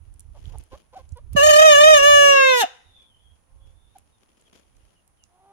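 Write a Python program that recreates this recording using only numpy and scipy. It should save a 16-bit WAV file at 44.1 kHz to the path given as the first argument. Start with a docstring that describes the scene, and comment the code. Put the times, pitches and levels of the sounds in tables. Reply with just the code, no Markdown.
"""Rooster in a backyard run

A young rooster crows once, close by: syrinx pulses shaped by windpipe and beak, hoarse at first,
then clear, falling to a last gulp. Hens cluck softly, peck at grit and rustle in the litter.
Small birds whistle far off; dull bumps sound, and air rumbles on the microphone."""
import sys
import numpy as np
from scipy import signal
from scipy.fft import rfft, irfft, next_fast_len
from scipy.io import wavfile

SR = 44100
rng = np.random.default_rng(int(sys.argv[2]) if len(sys.argv) > 2 else 0)


def log_audio(samples):
    """Write samples as a 16-bit WAV file to the path given in sys.argv[1]."""
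    # one column per channel
    frames = np.atleast_2d(samples).T
    # limit to full scale, then quantise
    limited = np.clip(frames, -1, 1)
    pcm = np.round(limited * 32767).astype(np.int16)
    wavfile.write(sys.argv[1], SR, pcm)


N = 243431
TIME = np.arange(N) / SR
SIZE = next_fast_len(N + SR // 2, True)
FREQS = np.maximum(np.fft.rfftfreq(SIZE, 1 / SR), 1)


def rooster():
    """One crow: the syrinx drives the resonances of windpipe and beak."""
    # resonances: f/Hz, width/Hz, level/dB
    formants = [(660, 240, -7.5), (1265, 430, -16), (1896.5, 628, -15.5), (2818.5, 301, -15),
                (3584, 390, -23), (4167, 110, -29), (4855, 310, -35.5), (5580, 500, -32),
                (6584, 525, -32.5), (7960, 1500, -46.5), (10190, 360, -49), (12150, 1300, -48.5),
                (13700, 1400, -52)]
    peaks = [from_db(db) / (1 + (2 * (FREQS - hz) / width_hz) ** 2) for hz, width_hz, db in formants]
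    throat = np.sqrt(sum(peak ** 2 for peak in peaks))
    return near_echoes(colour(syrinx(), throat))


def syrinx(start_s=1.359, attack_s=.011, end_s=2.654, release_s=.025, throb_hz=32, rasp_db=-21):
    """Membranes pulse the airflow; when hoarse, it throbs and cycles slip in time and strength."""
    # three pushes, hold, sag, collapse: t/s, f/Hz
    pitch = [(1.365, 581), (1.399, 554), (1.435, 600.7), (1.493, 611.4), (1.529, 595.5), (1.653, 633.4),
             (1.759, 569.7), (1.877, 627.6), (1.921, 622), (1.999, 555.7), (2.081, 585.3), (2.301, 562.4),
             (2.501, 521.7), (2.601, 476.6), (2.623, 419.8), (2.641, 355.4), (2.645, 357.3)]
    # hoarseness: t/s, roughness/0-1, throb depth/0-1
    hoarseness = [(1.36, .4, 0), (1.41, .15, .1), (1.48, .75, 1), (1.56, .25, 1), (1.62, .65, 1),
                  (1.68, .1, .3), (1.83, .18, .6), (1.98, .14, .4), (2.05, .015, 0), (2.58, .03, 0),
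                  (2.64, .9, 0)]
    # treble contour: t/s, relative level/dB
    treble = [(1.375, -38), (1.429, -34.5), (1.433, -27.5), (1.929, -31), (1.979, -26.5), (2.021, -38),
              (2.035, -30.5), (2.289, -33), (2.359, -42), (2.551, -41), (2.617, -31), (2.63, -40.5)]
    t = TIME[int(1.3 * SR):int(2.7 * SR)]
    hz, = in_time(pitch, t)
    rough, throb = in_time(hoarseness, t)
    contour_db, = in_time(treble, t)
    treble_db = .9 * (contour_db - contour_db.mean())
    flow = ramp((t - start_s) / attack_s) * ramp((end_s - t) / release_s)
    flow *= from_db(-3.5 * np.exp(-((t - 2.005) / .03) ** 2))  # catch before the held note
    gulp_db = -349 * np.maximum(t - 2.615, 0)  # only the lowest two harmonics last
    beat = 2 * np.pi * throb_hz * t + .6 * flutter(12, len(t))
    slip = .11 * rough * flutter(120, len(t)) + .012 * flutter(30, len(t)) + .22 * throb * np.sin(beat)
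    phase = 2 * np.pi * np.cumsum(hz) / SR + slip
    pulses = 0
    for k in range(1, 37):
        # each throb reshapes the pulse: overtones swell in turn
        swell_db = min(2.2 * k - 1.4, 4.5) * throb * (np.sin(beat + rng.uniform(0, 2)) - .25)
        waver_db = min(k / 10, 1) * (.8 + 2.5 * throb) * flutter(20, len(t))
        blur_rad = (k / 33) ** 3 * flutter(160, len(t))
        lag_rad = .099 * k * k  # gradual closure spreads the overtones over the cycle
        force = from_db(harmonic_db(k, t, hz, treble_db) + swell_db + waver_db + (k > 2) * gulp_db)
        pulses += force * np.cos(k * phase - lag_rad + blur_rad) * (k * hz < SR / 2)
    pulses *= 1 + .1 * rough * flutter(250, len(t))
    puffs = (1 + np.cos(phase)) * rng.standard_normal(len(t))
    rasp = from_db(rasp_db + treble_db + gulp_db) * rough * puffs
    out = np.zeros(N)
    add(out, t[0], flow * (pulses + rasp))
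    return out


def harmonic_db(k, t, hz, treble_db, strain_hz=588, slack_hz=497, beak_open_s=1.57):
    """Level of harmonic k: strain at high pitch, slack at low and a half-shut beak reshape the pulse."""
    # harmonic number of each row of forces
    harmonics = [1, 2, 3, 4, 5, 6, 7, 8, 9, 11, 20]
    # syrinx force: at ease/dB, added by strain/dB, by slack/dB, by half-shut beak/dB
    forces = [(2.5, 1, -4, -2), (4, -1, -4.5, -3), (-0.5, 1.5, -7.5, -2.5), (-0.5, 3, -5, -9),
              (1.5, 3.5, -10, -3.5), (-1, 3, -9, -13.5), (1, -2, -1, 0.5), (3.5, -1.5, -1, 1),
              (2, 0.5, 2, -8.5), (6, 1, -5, 0), (2, -2.5, 8, 3.5)]
    ease_db, strain_db, slack_db, beak_db = (np.interp(k, harmonics, c) for c in np.transpose(forces))
    strain = soft_step((hz - strain_hz) / 1.7)
    slack = soft_step((slack_hz - hz) / 8.1)
    half_shut = soft_step((beak_open_s - t) / .015)
    upper = ramp((k - 5) / 7)
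    return ease_db + strain * strain_db + slack * slack_db + half_shut * beak_db + upper * treble_db


def near_echoes(voice):
    """Ground, tarp and door frame comb the crow and turn the phase between the sides."""
    # echoes: delay/s, left gain, right gain
    reflections = [(.00079, 0.29, 0.078), (.00128, 0.43, -0.02), (.00162, .05, .18),
                   (.00502, 0.025, -0.086)]
    # balance at the fence: f/Hz, left minus right/dB
    balance = [(500, -2), (1200, -2.5), (1700, 3.5), (2300, -2.5), (2800, 8.5), (3600, 0), (4100, -1.5),
               (5200, -5.5), (6200, 2), (7000, 2), (8500, -11), (10000, -24), (13000, -5)]
    # phase turn: f/Hz, left lead/rad
    phase_turn = [(650, -0.075), (950, -0.07), (1180, -1.4), (1300, -.7), (1500, 0.25), (1700, -0.36),
                  (1790, -.6), (1880, -1.6), (2100, 0.031), (2400, -.3), (2700, 0.18), (3300, -0.77),
                  (4000, .05)]
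    left, right = place(voice, pan_db=.5, left_lag_s=.0011252)
    lead_rad = np.interp(FREQS, *np.transpose(phase_turn))
    left = irfft(rfft(left, SIZE) * np.exp(1j * lead_rad), SIZE)[:N]
    echoes = sum(np.outer(gains, np.exp(-2j * np.pi * FREQS * s)) for s, *gains in reflections)
    comb = abs(1 + echoes)
    lean = np.sqrt(spectrum(balance))
    return np.array([colour(left, comb[0] * lean), colour(right, comb[1] / lean)])


def hens(slip_rad=.55):
    """Short gliding calls with uneven cycles, through a nearly closed beak."""
    # calls: t/s, length/s, start f/Hz, middle f/Hz, end f/Hz, level/dB, roughness
    clucks = [(0.34, 0.045, 635, 584, 390, -52, 1.2), (.48, 0.077, 425, 520, 610, -59.5, 0.5),
              (.525, 0.045, 536, 452, 408, -50, 1.6), (0.712, 0.054, 515, 524, 597, -40.5, 0.46),
              (0.926, 0.031, 492, 515, 646, -45, 0.54), (0.95, 0.04, 735, 766, 703, -40, 0.37),
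              (0.978, .04, 593, 528, 515, -46, .4), (1.155, 0.045, 502, 478, 592, -44.5, 0.04),
              (2.864, 0.288, 514, 539, 506, -73, 0.2), (3.402, 0.42, 516, 537.4, 527, -70.5, 0.56),
              (3.951, 0.022, 853, 774, 700, -48, 0.31), (5.263, 0.19, 344.6, 363.5, 391.5, -67.5, 0.43),
              (5.338, 0.4, 377.4, 401.6, 415, -58.5, 0.67)]
    # throat response: f/Hz, level/dB
    throat = [(200, -6.5), (400, -5), (520, -3), (800, 5.5), (1050, -6), (1200, -8.5), (1500, -19),
              (2000, -23.5), (2600, -26), (3300, -22.5), (6000, -34), (16000, -58)]
    out = np.zeros(N)
    for s, length_s, *pitches_hz, db, rough in clucks:
        phase, swell = note(length_s, pitches_hz)
        phase += slip_rad * rough * flutter(170, len(phase))
        add(out, s, from_db(db) * swell * sum(np.cos(k * phase) for k in range(1, 13)))
    return place(colour(out, spectrum(throat)), pan_db=-2, left_lag_s=.0001)


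def pecks(rise_s=.00033, tick_t60_s=.00693, crumble_db=-20, crumble_t60_s=.03):
    """Beaks and claws on grit: a tick, then a brief crumble, in one broad resonance."""
    # strikes: t/s, relative peak/dB, ring f/Hz
    strikes = [(0.14, -42, 9780), (0.195, -29.5, 10300), (0.205, -30.5, 9600), (0.4552, -37, 3400),
               (0.584, -28, 10000), (0.6377, -40, 9610), (1.0912, -42, 6800), (1.1215, -41.5, 6600),
               (1.1723, -38, 9470), (1.332, -30, 10650), (3.984, -35, 9820), (4.412, -44, 7740),
               (4.5272, -52, 2570), (4.7666, -49, 6630), (5.077, -44.5, 9850), (5.1724, -57.5, 2840),
               (5.2375, -36, 6660)]
    out, t = np.zeros((2, N)), TIME[:SR // 8]
    decay = from_db(-60 * t / tick_t60_s) + from_db(crumble_db - 60 * t / crumble_t60_s)
    envelope = decay * (1 - np.exp(-t / rise_s))
    for s, db, hz in strikes:
        band = signal.butter(1, [hz / 1.1, hz * 1.1], "band", fs=SR)
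        for channel, side_db in zip(out, (-7, -1)):
            tick = signal.lfilter(*band, envelope * rng.standard_normal(len(t)))
            add(channel, s, from_db(db + side_db) * tick / abs(tick).max())
    return signal.sosfilt(signal.butter(2, 11500, fs=SR, output="sos"), out)


def yard(x, near_db=-22, near_t60_s=.15, far_db=-30, far_t60_s=.55):
    """Quick scatter from the coop walls and a faint tail from farther off."""
    # echo colour: f/Hz, level/dB
    echo_colour = [(100, -11.5), (500, 0.5), (1500, 9), (3500, 10), (7000, 6.5), (15000, -11)]
    t = TIME[:SR // 2]
    echoes = 0
    for db, t60_s in (near_db, near_t60_s), (far_db, far_t60_s):
        scatter = rng.standard_normal((2, len(t))) * (t > .008)
        echoes += from_db(db) * rms_one(scatter * from_db(-60 * t / t60_s)) / np.sqrt(len(t))
    return colour(signal.fftconvolve(x, echoes, axes=1)[:, :N], spectrum(echo_colour))


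def far_birds(blur_hz=75):
    """Thin whistles, blurred by their way through the trees."""
    # whistles: t/s, length/s, start f/Hz, middle f/Hz, end f/Hz, level/dB
    chirps = [(2.819, 0.21, 3750, 3620, 3660, -62.5), (2.895, 0.22, 3554, 3485, 3473, -56.5),
              (2.947, 0.13, 2580, 2440, 2340, -72), (3.054, 0.19, 3346, 3077, 3080, -64),
              (3.173, 0.21, 3415, 3260, 3260, -65.5), (3.579, .16, 3360, 3340, 3440, -70),
              (3.718, 0.27, 3550, 3550, 3720, -72), (4.113, 0.075, 3750, 3650, 3577, -75.5),
              (4.449, 0.045, 3380, 3270, 3150, -63), (4.791, 0.053, 2880, 2760, 2670, -74),
              (4.945, 0.073, 3050, 2880, 2800, -71), (5.18, 0.088, 3110, 2860, 2720, -68.5)]
    out = np.zeros((2, N))
    for s, length_s, *pitches_hz, db in chirps:
        phase, swell = note(length_s, pitches_hz)
        for channel in out:
            whistle = sum(flutter(blur_hz, len(phase)) * wave(phase) for wave in (np.sin, np.cos))
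            add(channel, s, from_db(db) * swell * whistle)
    return out


def litter(gain_db=-3, settle_t60_s=.38):
    """Feet and feathers scuff the straw: each rustle swells, holds and settles."""
    # scuffs: t/s, attack/s, length/s, relative level/dB
    scuffs = [(0.333, 0.053, 0.28, -59), (0.693, 0.028, 0.072, -58), (0.918, 0.05, 0.065, -57.5),
              (1.309, 0.032, 0.048, -56), (3.64, .03, 0.048, -68), (3.917, .04, 0.056, -64.5),
              (4.051, .01, 0.033, -68.5), (4.34, 0.029, .16, -66), (4.526, .003, 0.037, -55),
              (4.658, .05, 0.28, -69)]
    # rustle colour: f/Hz, level/dB
    straw = [(120, -30.5), (200, 0.5), (602, -5), (748, -13.5), (1810, -15), (3230, -10), (3800, -18),
             (7020, -17), (7970, -29.5), (9900, -19.5), (15000, -36.5)]
    level = from_db(-77.5 + 4 * flutter(5, N))  # the flock never stops stirring
    for s, attack_s, length_s, db in scuffs:
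        settled_s = np.maximum(TIME - s - length_s, 0)
        scuff = ramp((TIME - s) / attack_s) * from_db(db - 60 * settled_s / settle_t60_s)
        level = np.maximum(level, scuff)
    grain = rms_one(from_db(4 * flutter(130, N)))
    return from_db(gain_db) * level * grain * noise(straw, pan_db=5)


def bumps():
    """Soft knocks, each a few dying cycles of bass; the row at 2.635 s is no knock but a low thud under the
    rooster's last gulp."""
    # knocks: t/s, f/Hz, level/dB, t60/s
    knocks = [(0.474, 101, -26, 0.039), (0.552, 65.7, -31.5, 0.15), (0.731, 364, -29, 0.0097),
              (1.124, 79, -22, 0.057), (1.323, 95, -33.5, 0.23), (1.351, 174, -12.5, 0.027),
              (2.635, 264.8, -33, 0.041), (4.53, 221, -54, 0.032)]
    out, t = np.zeros(N), TIME[:SR // 3]
    for s, hz, db, t60_s in knocks:
        envelope = from_db(db - 60 * t / t60_s) * (1 - np.exp(-2 * hz * t))
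        add(out, s, envelope * np.sin(2 * np.pi * hz * t))
    return place(out, pan_db=-18.5)


def wind(lumps_db=2, lumps_hz=7.9):
    """Air rumbles on the microphone in lumpy gusts."""
    # gusts: t/s, level/dB
    gusts = [(0.0, -50), (0.61, -41.5), (0.69, -73), (0.74, -40.5), (0.81, -70), (1.08, -51.5), (1.14, -43),
             (1.17, -53), (1.37, -34), (1.69, -49), (2.2, -45), (2.81, -72), (2.87, -57), (3.07, -74),
             (3.32, -58), (3.46, -76), (3.53, -48.5), (4.27, -79.5), (4.87, -60.5), (4.93, -75),
             (5.52, -76)]
    # rumble colour: f/Hz, level/dB
    rumble = [(12, -27), (20, -0.5), (48, 2.5), (80, 1.5), (101, -5), (239, -32), (323, -30), (400, -34),
              (520, -62.5), (880, -120)]
    db, = in_time(gusts)
    return from_db(db + lumps_db * flutter(lumps_hz, N)) * noise(rumble, pan_db=-11)


def background(air_db=-70.5, whine_hz=9770, whine_db=-79):
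    """Still outdoor air and a faint high whine."""
    # air colour: f/Hz, level/dB
    air = [(18, -38.5), (30, -6.5), (81, -5), (410, -19), (874, -17), (1720, -25), (3230, -31),
           (4660, -35.5), (6540, -30.5), (7860, -36.5), (9680, -32.5), (10700, -38), (15500, -44)]
    whine = from_db(whine_db) * np.sin(2 * np.pi * whine_hz * TIME + 2 * flutter(20, N))
    return from_db(air_db) * noise(air) + place(whine, pan_db=-18.5)


def note(length_s, pitches_hz):
    """Phase and swell of a short call gliding through three pitches."""
    start, middle, end = pitches_hz
    u = np.linspace(0, 1, int(length_s * SR))
    hz = np.interp(u, [.15, .42, .58, .85], [start, middle, middle, end])
    return 2 * np.pi * np.cumsum(hz) / SR, np.sin(np.pi * u).clip(0)


def noise(points, pan_db=0):
    """Coloured noise, independent per channel; the channel mean has unit power."""
    both = colour(rng.standard_normal((2, N)), spectrum(points)) * from_db([[pan_db / 2], [-pan_db / 2]])
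    return both / both.mean(0).std()


def flutter(rate_hz, count):
    """Random wobble of spread 1 up to rate_hz."""
    sos = signal.butter(2, rate_hz, fs=SR, output="sos")
    return rms_one(signal.sosfilt(sos, rng.standard_normal(count + SR // 4)))[-count:]


def spectrum(points):
    """Gain at FREQS from points of f/Hz, level/dB."""
    hz, db = np.transpose(points)
    return from_db(np.interp(np.log(FREQS), np.log(hz), db))


def colour(x, gain):
    """Minimum-phase filter with the given gain."""
    cepstrum = irfft(np.log(gain + 1e-7), SIZE)[:SIZE // 2]
    cepstrum[1:] *= 2
    return irfft(rfft(x, SIZE) * np.exp(rfft(cepstrum, SIZE)), SIZE)[..., :N]


def place(x, pan_db, left_lag_s=0):
    """Mono to stereo by level and time difference; positive pan is left."""
    late = irfft(rfft(x, SIZE) * np.exp(-2j * np.pi * FREQS * left_lag_s), SIZE)[:N]
    return np.array([late * from_db(pan_db / 2), x * from_db(-pan_db / 2)])


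def add(out, s, sound):
    """Mix a sound in at time s."""
    i = max(int(s * SR), 0)
    out[i:i + len(sound)] += sound[:max(N - i, 0)]


def in_time(rows, t=TIME):
    """Each column of a curve at times t."""
    s, *columns = np.transpose(rows)
    return [np.interp(t, s, c) for c in columns]


def from_db(db):
    """Decibels to gain."""
    return 10 ** (np.asarray(db) / 20)


def rms_one(x):
    """Scale to unit power."""
    return x / np.sqrt(np.mean(x ** 2) + 1e-20)


def ramp(x):
    """Rise from 0 to 1, then hold."""
    return np.clip(x, 0, 1)


def soft_step(x):
    """Smooth switch from 0 to 1 around x = 0."""
    return .5 + .5 * np.tanh(x / 2)


def scene():
    """The flock in its run, with the outdoors around it."""
    flock = rooster() + hens() + pecks()
    return flock + yard(flock) + far_birds() + litter() + bumps() + wind() + background()


def record(dry):
    """Soft peak limit, then a steep low-pass."""
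    ceiling, cutoff_hz = .97, 15850
    rounded = dry / (1 + (dry / ceiling) ** 8) ** (1 / 8)
    return signal.sosfilt(signal.ellip(12, .1, 80, cutoff_hz, fs=SR, output="sos"), rounded)


dry = scene()
out = record(dry)
log_audio(out)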